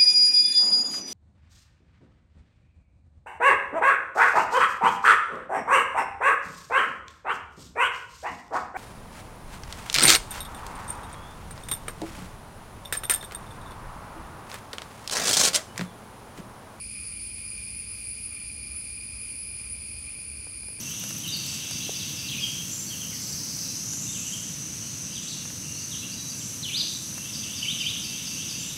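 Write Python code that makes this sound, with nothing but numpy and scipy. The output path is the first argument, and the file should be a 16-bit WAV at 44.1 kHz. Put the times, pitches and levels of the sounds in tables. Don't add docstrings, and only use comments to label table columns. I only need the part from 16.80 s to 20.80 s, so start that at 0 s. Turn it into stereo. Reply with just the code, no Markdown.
import sys
import numpy as np
from scipy import signal
from scipy.fft import rfft, irfft, next_fast_len
from scipy.io import wavfile
from scipy.ndimage import map_coordinates

SR = 44100
rng = np.random.default_rng(int(sys.argv[2]) if len(sys.argv) > 2 else 0)


def to_wav(s):
    ch = np.atleast_2d(s).T
    pcm = np.round(np.clip(ch, -1, 1) * 32767)
    wavfile.write(sys.argv[1], SR, pcm.astype(np.int16))


N = 176400


# (frequency [Hz], relative level [dB])
FUNDAMENTAL_BAND = [(1500, -47), (1800, -23), (2090, -15), (2310, -4), (2420, 4), (2515, -2), (2620, -10.5),
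                    (2920, -16), (3700, -23), (4800, -51)]
SECOND_THIRD_BAND = [(2180, -62), (3700, -27), (3920, -17), (4280, -5.5), (4880, 1.5), (5090, -2),
                     (5430, -12), (5760, -15), (6160, -15), (7260, -10.5), (7870, -22), (8000, -27),
                     (10400, -59), (17600, -120)]
FOURTH_BAND = [(7400, -48), (8100, -34), (8600, -19), (9000, -10), (9350, -3.5), (9650, 3), (10000, -1.5),
               (10250, -12), (10500, -19), (10850, -22.5), (11300, -35), (12400, -57)]
AIR_BAND = [(10800, -21), (11400, -5), (12000, 3), (12500, -12), (13200, -25), (14000, -6), (14500, -2),
            (15000, -8), (15500, -24)]
# (time [s], level [dB])
FUNDAMENTAL_RIDE = [(0, 0.1), (1.1, .9), (1.5, -.2), (1.66, 2.2), (1.8, -0.5), (2.8, 0.5), (3.1, -1),
                    (3.27, 0.4), (3.5, -0.3), (4, -1)]
# (frequency [Hz], left minus right [dB])
FAR_PAN = [(1800, -1), (2400, 2), (3100, -1), (3900, -5), (4900, -5), (5900, -6.5), (7300, -1.5),
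           (8300, 15.5), (9700, 3.5), (11000, 14), (14500, 5)]

def far_chorus():
    def band(colour, db, swell_db, shimmer_db):
        return wash(colour, FAR_PAN) * amp(db + swell_db * wobble(14) + shimmer_db * wobble(160))

    ride_db = np.interp(np.arange(N) / SR, *np.transpose(FUNDAMENTAL_RIDE))
    return (band(FUNDAMENTAL_BAND, -47 + ride_db, swell_db=.9, shimmer_db=.74)
            + band(SECOND_THIRD_BAND, -49, swell_db=.67, shimmer_db=.3)
            + band(FOURTH_BAND, -38.5, swell_db=.2, shimmer_db=1)
            + band(AIR_BAND, -66, swell_db=2.1, shimmer_db=2))


# (harmonic number, left gain [dB], right gain [dB])
WING_HARMONICS = [(1, -17, -19.5), (2, -18.5, -15), (3, -28.5, -30.5), (4, 1.5, -8.5)]
NOTE_S, SAG_PER_S, JITTER = .13, .035, .0012
FLUTTER_HZ, FLUTTER_DEPTH = 272.3, .62

def wing_stroke(fourth_hz, db):
    n = int(NOTE_S * SR)
    t = np.arange(n) / SR
    pitch = fourth_hz / 4 * (1 - SAG_PER_S * (t - NOTE_S / 2) + JITTER * wobble(150, n))
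    phase = 2 * np.pi * np.cumsum(pitch) / SR
    flutter_phase = 2 * np.pi * FLUTTER_HZ * t + .5 * wobble(36, n)
    flutter = unit(np.exp(FLUTTER_DEPTH * np.sin(flutter_phase)))
    tone = sum(amp([[left], [right]]) * np.sin(round(k) * phase + rng.uniform(0, 2 * np.pi, (2, 1)))
               for k, left, right in WING_HARMONICS)
    envelope = np.sqrt(2) * np.sin(np.pi * t / NOTE_S)
    return amp(db) * envelope * flutter * tone


# (centre time [s], fourth harmonic [Hz], relative level [dB])
NEAR_NOTES = [(0.021, 10470, -44), (0.139, 10290, -45), (.26, 10140, -43), (.44, 10430, -44),
              (0.571, 10220, -41), (.70, 9720, -37.5), (.86, 10390, -45), (.99, 9680, -37.5),
              (1.12, 10030, -41.5), (1.28, 10380, -47), (1.33, 9840, -39.5), (1.43, 10150, -38),
              (1.681, 10380, -44), (1.98, 9960, -41), (2.079, 10370, -45.5), (2.19, 10210, -44),
              (2.34, 10030, -41), (2.46, 10360, -43.5), (2.61, 10150, -41.5), (2.70, 10040, -40.5),
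              (2.82, 10300, -47), (2.93, 9810, -42), (3.15, 10260, -49), (3.251, 10200, -52),
              (3.541, 10330, -44), (3.57, 9970, -54), (3.86, 9920, -43.5), (3.90, 10340, -46.5)]

def near_insects():
    out = np.zeros((2, N))
    for s, hz, db in NEAR_NOTES:
        add(out, s - NOTE_S / 2, wing_stroke(hz, db))
    return out


def midground_insects(count=12, fourth_hz=9685, db=-47.5):
    phrase_s, step_s = .39, .125
    spread, step_fall = .034, .016
    out = np.zeros((2, N))
    for detune, pace, start in rng.uniform(-1, 1, (count, 3)):
        period = phrase_s * (1 + .1 * pace)
        for s in np.arange((start - 1) * period, N / SR, period):
            for k in range(3):
                hz = fourth_hz * (1 + spread * detune - step_fall * (k - 1) + rng.normal(0, .00295))
                onset = s + k * step_s + rng.normal(0, .01)
                add(out, onset, wing_stroke(hz, db + rng.normal(0, 1.6)))
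    return out


def trill(hz=8540, db=-64.5, end_s=1.65):
    t = np.arange(N) / SR
    gate = np.clip((end_s - t) / .1, 0, 1)
    phase = 2 * np.pi * hz * t + 1.4 * np.array([wobble(90), wobble(90)])
    return amp(db + 2 * wobble(29)) * gate * pan(along(FAR_PAN, hz)) * np.sin(phase)


def ground_scatter(x, t60_s=.2, echo_db=-4):
    t = np.arange(SR // 2) / SR
    tail = rng.standard_normal((2, len(t))) * amp(-60 * t / t60_s)
    tail /= np.linalg.norm(tail[0])
    return x + amp(echo_db) * signal.fftconvolve(x, tail, axes=1)[:, :N]


# (centre time [s], level [dB])
CROAK_CUES = [(.27, -59.5), (.68, -62.5), (1.12, -61.5), (1.55, -60), (1.96, -61.5), (2.40, -64),
              (2.83, -62), (3.27, -65), (3.69, -64.5)]
# (frequency [Hz], relative level [dB])
CROAK_SPECTRUM = [(700, -38), (1050, -5.5), (1250, 2), (1450, -5.5), (1700, -12), (2000, -2), (2300, -11),
                  (3000, -34)]

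def croaks(width_s=.064):
    t = np.arange(N) / SR
    swells = sum(amp(db) * np.exp(-.5 * ((t - s) / width_s) ** 2) for s, db in CROAK_CUES)
    return swells * wash(CROAK_SPECTRUM, FAR_PAN)


# (time [s], relative level [dB])
KNOCK_CUES = [(3.388, -42), (3.67, -35), (3.700, -56), (3.834, -42.5), (3.886, -39), (3.905, -43),
              (3.931, -44), (3.99, -40)]
# (frequency [Hz], relative level [dB], 60 dB decay time [s])
BODY_MODES = [(510, 5, 0.013), (843, 2.5, 0.0089), (1490, -1.5, 0.0092), (2100, -17, .005)]

def knocks(trim_db=-8.5, pan_db=-9):
    out = np.zeros((2, N))
    t = np.arange(SR // 20) / SR
    for s, db in KNOCK_CUES:
        ring = np.zeros(len(t))
        for hz, mode_db, t60 in BODY_MODES:
            decay = amp(mode_db + rng.normal(0, 1.7) - 60 * t / t60)
            ring += decay * np.sin(2 * np.pi * hz * rng.normal(1, .055) * t)
        add(out, s, amp(db + trim_db) * pan(pan_db) * ring)
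    return out


# (frequency [Hz], relative level [dB])
RUMBLE_SPECTRUM = [(15, -60), (25, -40), (44, -5.5), (65, 2.5), (103, -8), (161, -13), (230, -14),
                   (347, -18.5), (400, -23), (462, -20.5), (620, -26), (1020, -27), (1700, -25.5),
                   (2340, -43), (3960, -95)]
# (frequency [Hz], left-right correlation [-1 to 1])
RUMBLE_CORRELATION = [(60, 1), (150, 0.93), (350, 0.83), (700, 0.21), (1400, -0.39)]
# (frequency [Hz], left minus right [dB])
RUMBLE_PAN = [(60, -2.7), (200, 0), (600, -3.5), (1400, 1)]

def rumble(db=-48.5):
    def mid_side_eq(hz):
        width = np.arccos(np.clip(along(RUMBLE_CORRELATION, hz), -1, 1)) / 2
        return amp(along(RUMBLE_SPECTRUM, hz)) * [np.cos(width), np.sin(width)]

    mid, side = filtered(rng.standard_normal((2, N)), mid_side_eq)
    stereo = np.array([mid + side, mid - side])
    return amp(db) * unit(filtered(stereo, lambda hz: pan(along(RUMBLE_PAN, hz))))


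# (frequency [Hz], level [dB])
HUM_TONES = [(101, -59.5), (203, -62.5), (1077, -80), (3543, -77), (7240, -73.5)]

def hum():
    t = np.arange(N) / SR
    return sum(amp(db + 2 * wobble(4.91)) * np.sqrt(2) * np.sin(2 * np.pi * hz * t + .58 * wobble(9))
               for hz, db in HUM_TONES)


def amp(db):
    return 10 ** (np.asarray(db) / 20)


def unit(x):
    return x / np.sqrt(np.mean(x ** 2) + 1e-20)


def along(points, hz):
    freqs, values = np.transpose(points)
    return np.interp(np.log(hz + 1), np.log(freqs + 1), values)


def wobble(rate, size=N):
    knots = rng.standard_normal(int(size * rate / SR) + 4)
    return map_coordinates(knots, [np.arange(size) * rate / SR])


def filtered(x, response):
    size = next_fast_len(N + SR // 2)
    return irfft(rfft(x, size) * response(np.fft.rfftfreq(size, 1 / SR)), size)[..., :N]


def pan(db):
    return amp(np.array([[.5], [-.5]]) * db)


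def add(track, s, sound):
    start = round(s * SR)
    a, b = max(start, 0), min(start + sound.shape[1], N)
    if b > a:
        track[:, a:b] += sound[:, a - start:b - start]


def wash(colour, pan_curve):
    noise = rng.standard_normal((2, N))
    return unit(filtered(noise, lambda hz: amp(along(colour, hz)) * pan(along(pan_curve, hz))))


def scene(fade_db_per_s=.26):
    fade = amp(-fade_db_per_s * (np.arange(N) - N / 2) / SR)
    chorus = fade * (far_chorus() + ground_scatter(midground_insects()))
    insects = chorus + ground_scatter(near_insects()) + trill()
    return insects + croaks() + rumble() + hum() + knocks()


def record(dry, top_hz=15050):
    return filtered(dry, lambda hz: hz < top_hz)


dry = scene()
out = record(dry)
to_wav(out)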